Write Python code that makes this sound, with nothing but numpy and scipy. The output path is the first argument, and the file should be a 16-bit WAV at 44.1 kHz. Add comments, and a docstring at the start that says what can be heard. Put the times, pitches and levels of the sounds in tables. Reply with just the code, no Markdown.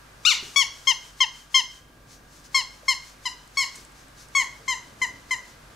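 """A rubber squeeze toy squeaks thirteen times, in three bursts, at a cat and two ferrets in a small room.
Each squeeze blows air past a reed, a thin flap that buzzes; its pitch sags as the air runs out.
Between squeezes the rubber swells back and air hisses in through the valve.
The animals shuffle, patter and tick softly on the floor, over a low hum, a hiss and a faint motor."""
import sys
import numpy as np
from scipy import signal
from scipy.fft import rfft, irfft
from scipy.io import wavfile

SR = 44100
rng = np.random.default_rng(int(sys.argv[2]) if len(sys.argv) > 2 else 0)


def to_wav(sig):
    """Store sig (one row per channel, or 1-D mono) as 16-bit WAV at the path in sys.argv[1].

    Samples outside -1..1 are clipped; the rate is SR.
    """
    pcm = np.clip(np.atleast_2d(sig), -1, 1) * 32767
    pcm = np.round(pcm).astype(np.int16)
    wavfile.write(sys.argv[1], SR, pcm.T)  # frames by channels


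N = 253575
TIME = np.arange(N) / SR
TREBLE_LIMIT_HZ = 15700
LEAD_S = .01  # time before each squeak in which the reed starts to swing, unheard

# One row per squeeze. A pitch hold of 1 gives an even fall; more makes the pitch fall later.
# (start [s], length [s], top pitch [Hz], pitch hold [number], loudness [dB], octave boost [dB],
#  brightness [dB], late fade [dB], level of the air drawn back in [dB])
SQUEEZES = [ (0.2502, 0.077, 1150, 2.07, 3, 3, 5.5, -4, -44),
            (0.5596, 0.069, 1126, 3.9, 3, 0.5, 5.5, -3, -49.5),
            (.871, 0.047, 1073, 3.2, 3, -1, 2.5, -2, -50), (1.204, .037, 1074, 1.73, 5, -2, -6, -3, -50),
            (1.543, 0.062, 1068, 2.35, 4, -1.5, 0.5, -6, -52),
            (2.5445, 0.066, 1089, 1.54, 5, -2, -1.5, -8, -55.5),
            (2.881, 0.05, 1084, 1.5, 3.5, 0, 1.5, -7.5, -49.5),
            (3.254, 0.023, 1026, 2.6, -3.5, -3, 2.5, 0.5, -60),
            (3.5704, .067, 1106, 2.17, -1, 2, 3.5, -4.5, -48),
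            (4.3501, .074, 1113, 1.82, 3.5, 5, -1.5, -6.5, -55.5),
            (4.679, 0.057, 1056, 1.95, -0.5, 1.5, -2.5, -1.5, -57.5),
            (5.0158, 0.033, 1036, 2.1, -2, 7, -0.5, -1, -59),
            (5.308, 0.035, 1043, 1.96, -3, 6.5, 0.5, -1.5, -54)]


def amp(db):
    """Turn decibels into a number to multiply a sound by."""
    return 10 ** (np.asarray(db) / 20)


def unit(x):
    """Scale a signal to an average power of one."""
    return x / np.sqrt(np.mean(x ** 2) + 1e-20)


def read(points, hz):
    """Look up a frequency in (frequency [Hz], value) points, joined by lines on a log scale."""
    point_hz, value = np.transpose(points)
    return np.interp(np.log(hz + 1), np.log(point_hz + 1), value)


def add(mix, start_s, sound):
    """Add a sound into the mix at its start time."""
    part = mix[..., max(round(start_s * SR), 0):][..., :sound.shape[-1]]
    part += sound[..., :part.shape[-1]]


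def pan(db):
    """Left and right gains that make the left side louder by db."""
    return unit(amp([[db / 2], [-db / 2]]))


def step(x):
    """A soft step from 0 to 1 around x = 0."""
    return .5 + .5 * np.tanh(x)


def noise(colour, width):
    """Stereo noise shaped by (frequency [Hz], level [dB]) points; width 0 is the same in both ears."""
    gain = amp(read(colour, np.fft.rfftfreq(N, 1 / SR)))
    mid, side = irfft(rfft(rng.standard_normal((2, N))) * gain, N)
    return unit(np.array([mid + width * side, mid - width * side]))


def waver(rate_hz, size):
    """A smooth random wobble with little motion faster than rate_hz."""
    hz = np.fft.rfftfreq(8192, 1 / SR)
    return unit(irfft(rfft(rng.standard_normal(8192)) / (1 + (hz / rate_hz) ** 4)))[:size]


def shuffling(trim_db=-0.5):
    """Movement on the floor makes a dull noise that swells and fades."""
    loudness = [(0.0, -57), (0.24, -54), (1.55, -61), (1.97, -54.5), (3.48, -58), (5.19, -52),
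                (5.22, -55.5), (5.75, -53.5)]  # how strong the shuffling is: (time [s], level [dB])
    colour = [(20, -16), (38, 2.5), (75, -1), (120, 5.5), (180, -3), (250, 0.5), (400, -6.5), (560, -5.5),
              (800, -11.5), (1200, -18.5), (4000, -56)]  # its deep tone: (frequency [Hz], level [dB])
    return amp(trim_db + np.interp(TIME, *np.transpose(loudness))) * noise(colour, width=0.31)


def rumble_and_hiss():
    """A very low rumble under a wide hiss whose level drifts slowly."""
    rumble = amp(-64) * noise([(12, -19), (30, -35.0), (42, -13), (70, -37), (200, -48)], width=0.057)
    hiss_loudness = [(0, -52), (1.0, -52.5), (1.9, -58), (2.6, -53.5), (5.75, -51.5)]  # how strong the hiss is: (time [s], level [dB])
    hiss_colour = [(100, -25.5), (500, -5), (1000, -1), (1550, -1), (1800, -3.5), (3000, -8), (6000, -10.5),
                   (9000, -15.5), (12500, -19.5), (15500, -39)]  # the tone of the hiss: (frequency [Hz], level [dB])
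    hiss = amp(np.interp(TIME, *np.transpose(hiss_loudness))) * noise(hiss_colour, width=1.0)
    return rumble + hiss


def mains_hum():
    """Mains electricity hums on two steady low notes."""
    notes = [(49.5, -60.5), (150, -68)]  # the hum's notes: (pitch [Hz], level [dB])
    return sum(amp(db) * np.sqrt(2) * np.sin(2 * np.pi * (hz * TIME + rng.random())) for hz, db in notes)


def motor_whine(drift=1.18):
    """A small motor whines on three faint notes that waver at random."""
    notes = [(1174, -68.5), (1577, -75), (1626, -67)]  # the motor's notes: (pitch [Hz], level [dB])
    wander = drift * np.cumsum(rng.standard_normal((len(notes), N)), axis=1) / np.sqrt(SR)
    return sum(amp(db) * np.sqrt(2) * np.sin(2 * np.pi * (hz * TIME + cycles))
               for (hz, db), cycles in zip(notes, wander))


def grip(time_s):
    """How the hand holds the toy: it shifts after the first squeeze and between bursts."""
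    # Each grip muffles two bands of the toy's voice: (start [s], lower band [Hz], its level [dB],
    # its width [octaves], upper band [Hz], its level [dB], faint hiss around each squeak [dB])
    grips = [(0, 2500, -10, 0.083, 6000, -4.5, -52), (.5, 3970, -9, 0.23, 7430, -7, -48),
             (2.3, 3450, -14.5, 0.25, 6200, -7.5, -50), (4.2, 3520, -14, 0.51, 5650, -7.5, -53)]
    return [row for row in grips if row[0] <= time_s or row is grips[0]][-1]


def hand_muffling(time_s, hz, upper_octaves=0.2):
    """How much the hand turns down a given frequency, in dB."""
    _, lower_hz, lower_db, lower_octaves, upper_hz, upper_db, _ = grip(time_s)
    return (lower_db * np.exp(-(np.log2(hz / lower_hz) / lower_octaves) ** 2)
            + upper_db * np.exp(-(np.log2(hz / upper_hz) / upper_octaves) ** 2))


def squeak(squeeze, stall_hz=980.7, jitter=0.0061, flutter_db=1.33, roughness_db=-37):
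    """One blow of the reed: the pitch jumps up, then sags with the air pressure until the reed stops."""
    # The first squeeze is so hard that it forces the pitch up: (time [s], extra pitch [Hz])
    overblow = [(.25, 12.5), (.269, 258.5), (.283, 372.5), (.303, 185.5), (.335, 5)]
    # The toy's voice, with a peak near 3 kHz from its hollow body: (frequency [Hz], level [dB])
    voice = [(900, -27), (1450, -31), (2100, -21), (3000, -16), (3600, -18), (4300, -22.5), (5400, -25),
             (6400, -23.5), (7500, -31.5), (8500, -45.5), (10500, -48.7), (12500, -54), (15500, -74)]
    start, length, top_hz, hold, loud_db, octave_db, bright_db, late_fade_db, _ = squeeze
    t = np.arange(int((length + 3 * LEAD_S) * SR)) / SR - LEAD_S
    progress = np.clip(t / length, 0, 1)
    lift_hz = np.interp(start + t, *np.transpose(overblow), right=0)
    hz = top_hz + (stall_hz - top_hz) * progress ** hold + lift_hz
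    hz *= 1 + jitter * waver(422, len(t))
    # the reed starts flat and dives as it stops; louder squeaks dive further
    scoop = 0.0864 * step(-t / 0.0029)
    dive = (0.1 + .008 * loud_db) * step((t - length - .006) / 0.0075)
    hz *= 1 - scoop - dive
    # it swings less evenly when forced and as the pressure drops, which blurs the high notes
    rasp = .023 + .00025 * lift_hz + 0.0078 * progress ** 2
    phase = 2 * np.pi * np.cumsum(hz) / SR + rasp * waver(337, len(t))
    air_spent = np.clip((progress - .3) / .5, 0, 1.5)
    tone = np.zeros(len(t))
    for k in range(1, 16):  # harmonic k is a pure tone at k times the pitch
        # high harmonics come late and leave early
        grow = step((t - .0006) / 0.0009) * step(t / 0.0034) ** (k / 2)
        die_away = step((length + 0.0079 - t) / 0.011) ** (.5 + 0.66 * k)
        fade_db = air_spent * (late_fade_db + 0.049 * (min(k, 8) - 4))
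        bright_share = np.clip((k - 2) / 7, 0, 1)  # none up to the octave, full from harmonic 9
        colour_db = read(voice, k * hz) + hand_muffling(start, k * hz)
        boost_db = octave_db * (k == 2) + bright_db * bright_share
        level_db = loud_db + colour_db + boost_db + fade_db + flutter_db * waver(98, len(t))
        # the hollow body delays each harmonic differently, which softens the buzz
        wave = np.sin(k * phase - 0.286 * k * k)
        tone += amp(level_db) * grow * die_away * wave * (k * hz < TREBLE_LIMIT_HZ)
    # the jet of air roughens every swing a little
    return tone * (1 + amp(roughness_db) * waver(2600, len(t)))


def toy_squeaks():
    """All the squeaks: the stereo sound that arrives directly, and the sound sent into the room."""
    # Where the toy is held: (time [s], left over right [dB], level sent into the room [dB])
    places = [(0.249, 16, 7.5), (.6, 15.5, 2), (1.2, 7.5, 0.5), (1.551, 8, 2.5), (2.701, 6, 2.5),
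              (3.5, 5.5, 7), (5.3, 5.5, 4.5)]
    when, pan_db, send_db = np.transpose(places)
    direct, to_room = np.zeros((2, N)), np.zeros(N)
    for squeeze in SQUEEZES:
        start, tone = squeeze[0], squeak(squeeze)
        add(direct, start - LEAD_S, pan(np.interp(start, when, pan_db)) * tone)
        add(to_room, start - LEAD_S, amp(np.interp(start, when, send_db)) * tone)
    return direct, to_room


def valve_air(refill_delay_s=0.14, refill_s=0.13, hiss_rise_s=0.021, hiss_fall_s=0.0039):
    """Air rushes through the valve as the rubber swells back."""
    # Gentle squeezes that pass air without a note: (middle [s], length [s], level [dB])
    puffs = [(2.128, .084, -49.5), (2.363, 0.13, -53), (2.458, 0.037, -50), (3.996, 0.099, -55),
             (4.212, 0.083, -49)]
    colour = [(500, -16), (1500, -2.5), (3000, -5.5), (4500, 0.5), (6300, 2.5), (8000, -3.5), (11000, -11),
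              (15000, -17.5)]  # the tone of rushing air: (frequency [Hz], level [dB])
    refills = [(start + length + refill_delay_s, refill_s, db) for start, length, *_, db in SQUEEZES]
    envelope = sum(amp(db) * np.exp(-(2 * (TIME - middle) / length) ** 2)
                   for middle, length, db in refills + puffs)
    # a faint hiss swells just before each squeak and lasts through it
    for start, length, *_ in SQUEEZES:
        before = np.maximum(start - .01 - TIME, 0) / hiss_rise_s
        after = np.maximum(TIME - start - length, 0) / hiss_fall_s
        hiss_db = grip(start)[-1]
        envelope += amp(hiss_db) * np.exp(-before - after)
    return pan(4.2) * envelope * noise(colour, width=0.6)


def bumps(rise_s=0.00022, decay_s=0.012, band_hz=260):
    """Paws and handling make dull knocks: noise that rings at a low pitch and dies quickly."""
    knocks = [(.425, -41.5, 345), (.87, -39, 637), (1.893, -55, 274), (2.146, -55, 330), (2.83, -48, 560),
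              (3.784, -47.5, 303), (4.601, -45.5, 490), (5.01, -43.5, 230), (5.10, -46, 240),
              (5.251, -60, 200)]  # soft knocks: (time [s], level [dB], pitch [Hz])
    out, t = np.zeros(N), np.arange(6000) / SR
    for start, db, hz in knocks:
        pole = np.exp((2j * np.pi * hz - np.pi * band_hz) / SR)  # makes the filter ring at hz
        ring = signal.lfilter([1], np.poly([pole, pole]), rng.standard_normal(len(t))).real
        envelope = np.exp(-t / decay_s) * (1 - np.exp(-t / rise_s))
        add(out, start, amp(db) * unit(ring) * envelope)
    return out


def ticks():
    """Tiny bursts of bright noise make snaps and scratches, as of claws and rubber."""
    snaps = [(3.476, -46, 0.0022), (3.55, -63, 0.006), (3.755, -38, 0.01), (3.850, -43, 0.0022),
             (3.919, -52, 0.0044), (4.083, -45, 0.0012), (4.286, -45, .0018)]  # sharp ticks and scratches: (time [s], level [dB], fade time [s])
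    envelope, t = np.zeros(N), np.arange(4000) / SR
    for start, db, decay_s in snaps:
        add(envelope, start, amp(db) * np.exp(-t / decay_s) * (1 - np.exp(-10 * t / decay_s)))
    colour = [(800, -16), (3000, -9), (5500, 1), (8000, 8), (12000, -7), (15000, -21)]
    return envelope * noise(colour, width=.3)


def room_echo(sound, echoes_per_s=3000, onset_s=0.016, early_db=4, early_decay_s=0.059, width=0.49):
    """Many random echoes, strongest from the near furniture; each frequency dies at its own speed."""
    fade_times = [(300, 0.51), (1000, 0.46), (2200, 0.48), (3200, 0.53), (5500, 0.42), (7000, 0.34),
                  (14000, 0.28)]  # how long the room rings: (frequency [Hz], time to fall 60 dB [s])
    colour = [(300, 11.5), (1000, 0), (2200, -1), (3200, -2), (4500, 2), (6500, 4), (9000, 4), (14000, 9.5)]  # the tone of the echoes: (frequency [Hz], level [dB])
    t = np.arange(SR) / SR
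    echoes = rng.standard_normal((2, SR)) * (rng.random(SR) < echoes_per_s / SR)
    echoes *= np.clip(t / onset_s - .5, 0, 1) * (1 + amp(early_db) * np.exp(-t / early_decay_s))
    hz, when, bands = signal.stft(echoes, SR, nperseg=256)
    bands *= amp(read(colour, hz)[:, None] - 60 * when / read(fade_times, hz)[:, None])
    mid, side = signal.istft(bands, SR, nperseg=256)[1]
    tail = np.array([mid + width * side, mid - width * side])
    tail /= np.sqrt(np.sum(tail ** 2) / 2)
    return signal.fftconvolve(sound[None], tail, axes=1)[:, :N]


def scene(squeak_db=0.5, room_db=-9):
    """The toy close by on the left, with the animals and the room around it."""
    direct, to_room = toy_squeaks()
    small_sounds = valve_air() + ticks() + bumps()
    echo = pan(0.28) * room_echo(to_room + small_sounds.mean(0))
    background = shuffling() + rumble_and_hiss() + mains_hum() + motor_whine()
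    return amp(squeak_db) * direct + small_sounds + amp(room_db) * echo + background


def record(dry):
    """Two microphones sound widest on fairly low notes; the very highest treble is cut off."""
    # Stereo width of the pair: (frequency [Hz], gain of left minus right [dB])
    widths = [(100, -10), (300, 1), (1200, -0.5), (2500, -2), (6000, -4.5)]
    mid, side = (dry[0] + dry[1]) / 2, (dry[0] - dry[1]) / 2
    side = irfft(rfft(side) * amp(read(widths, np.fft.rfftfreq(N, 1 / SR))), N)
    pair = np.array([mid + side, mid - side])
    treble_cut = signal.firwin(511, TREBLE_LIMIT_HZ, window=("kaiser", 9), fs=SR)
    return signal.oaconvolve(pair, treble_cut[None], "same")


dry = scene()
out = record(dry)
to_wav(out)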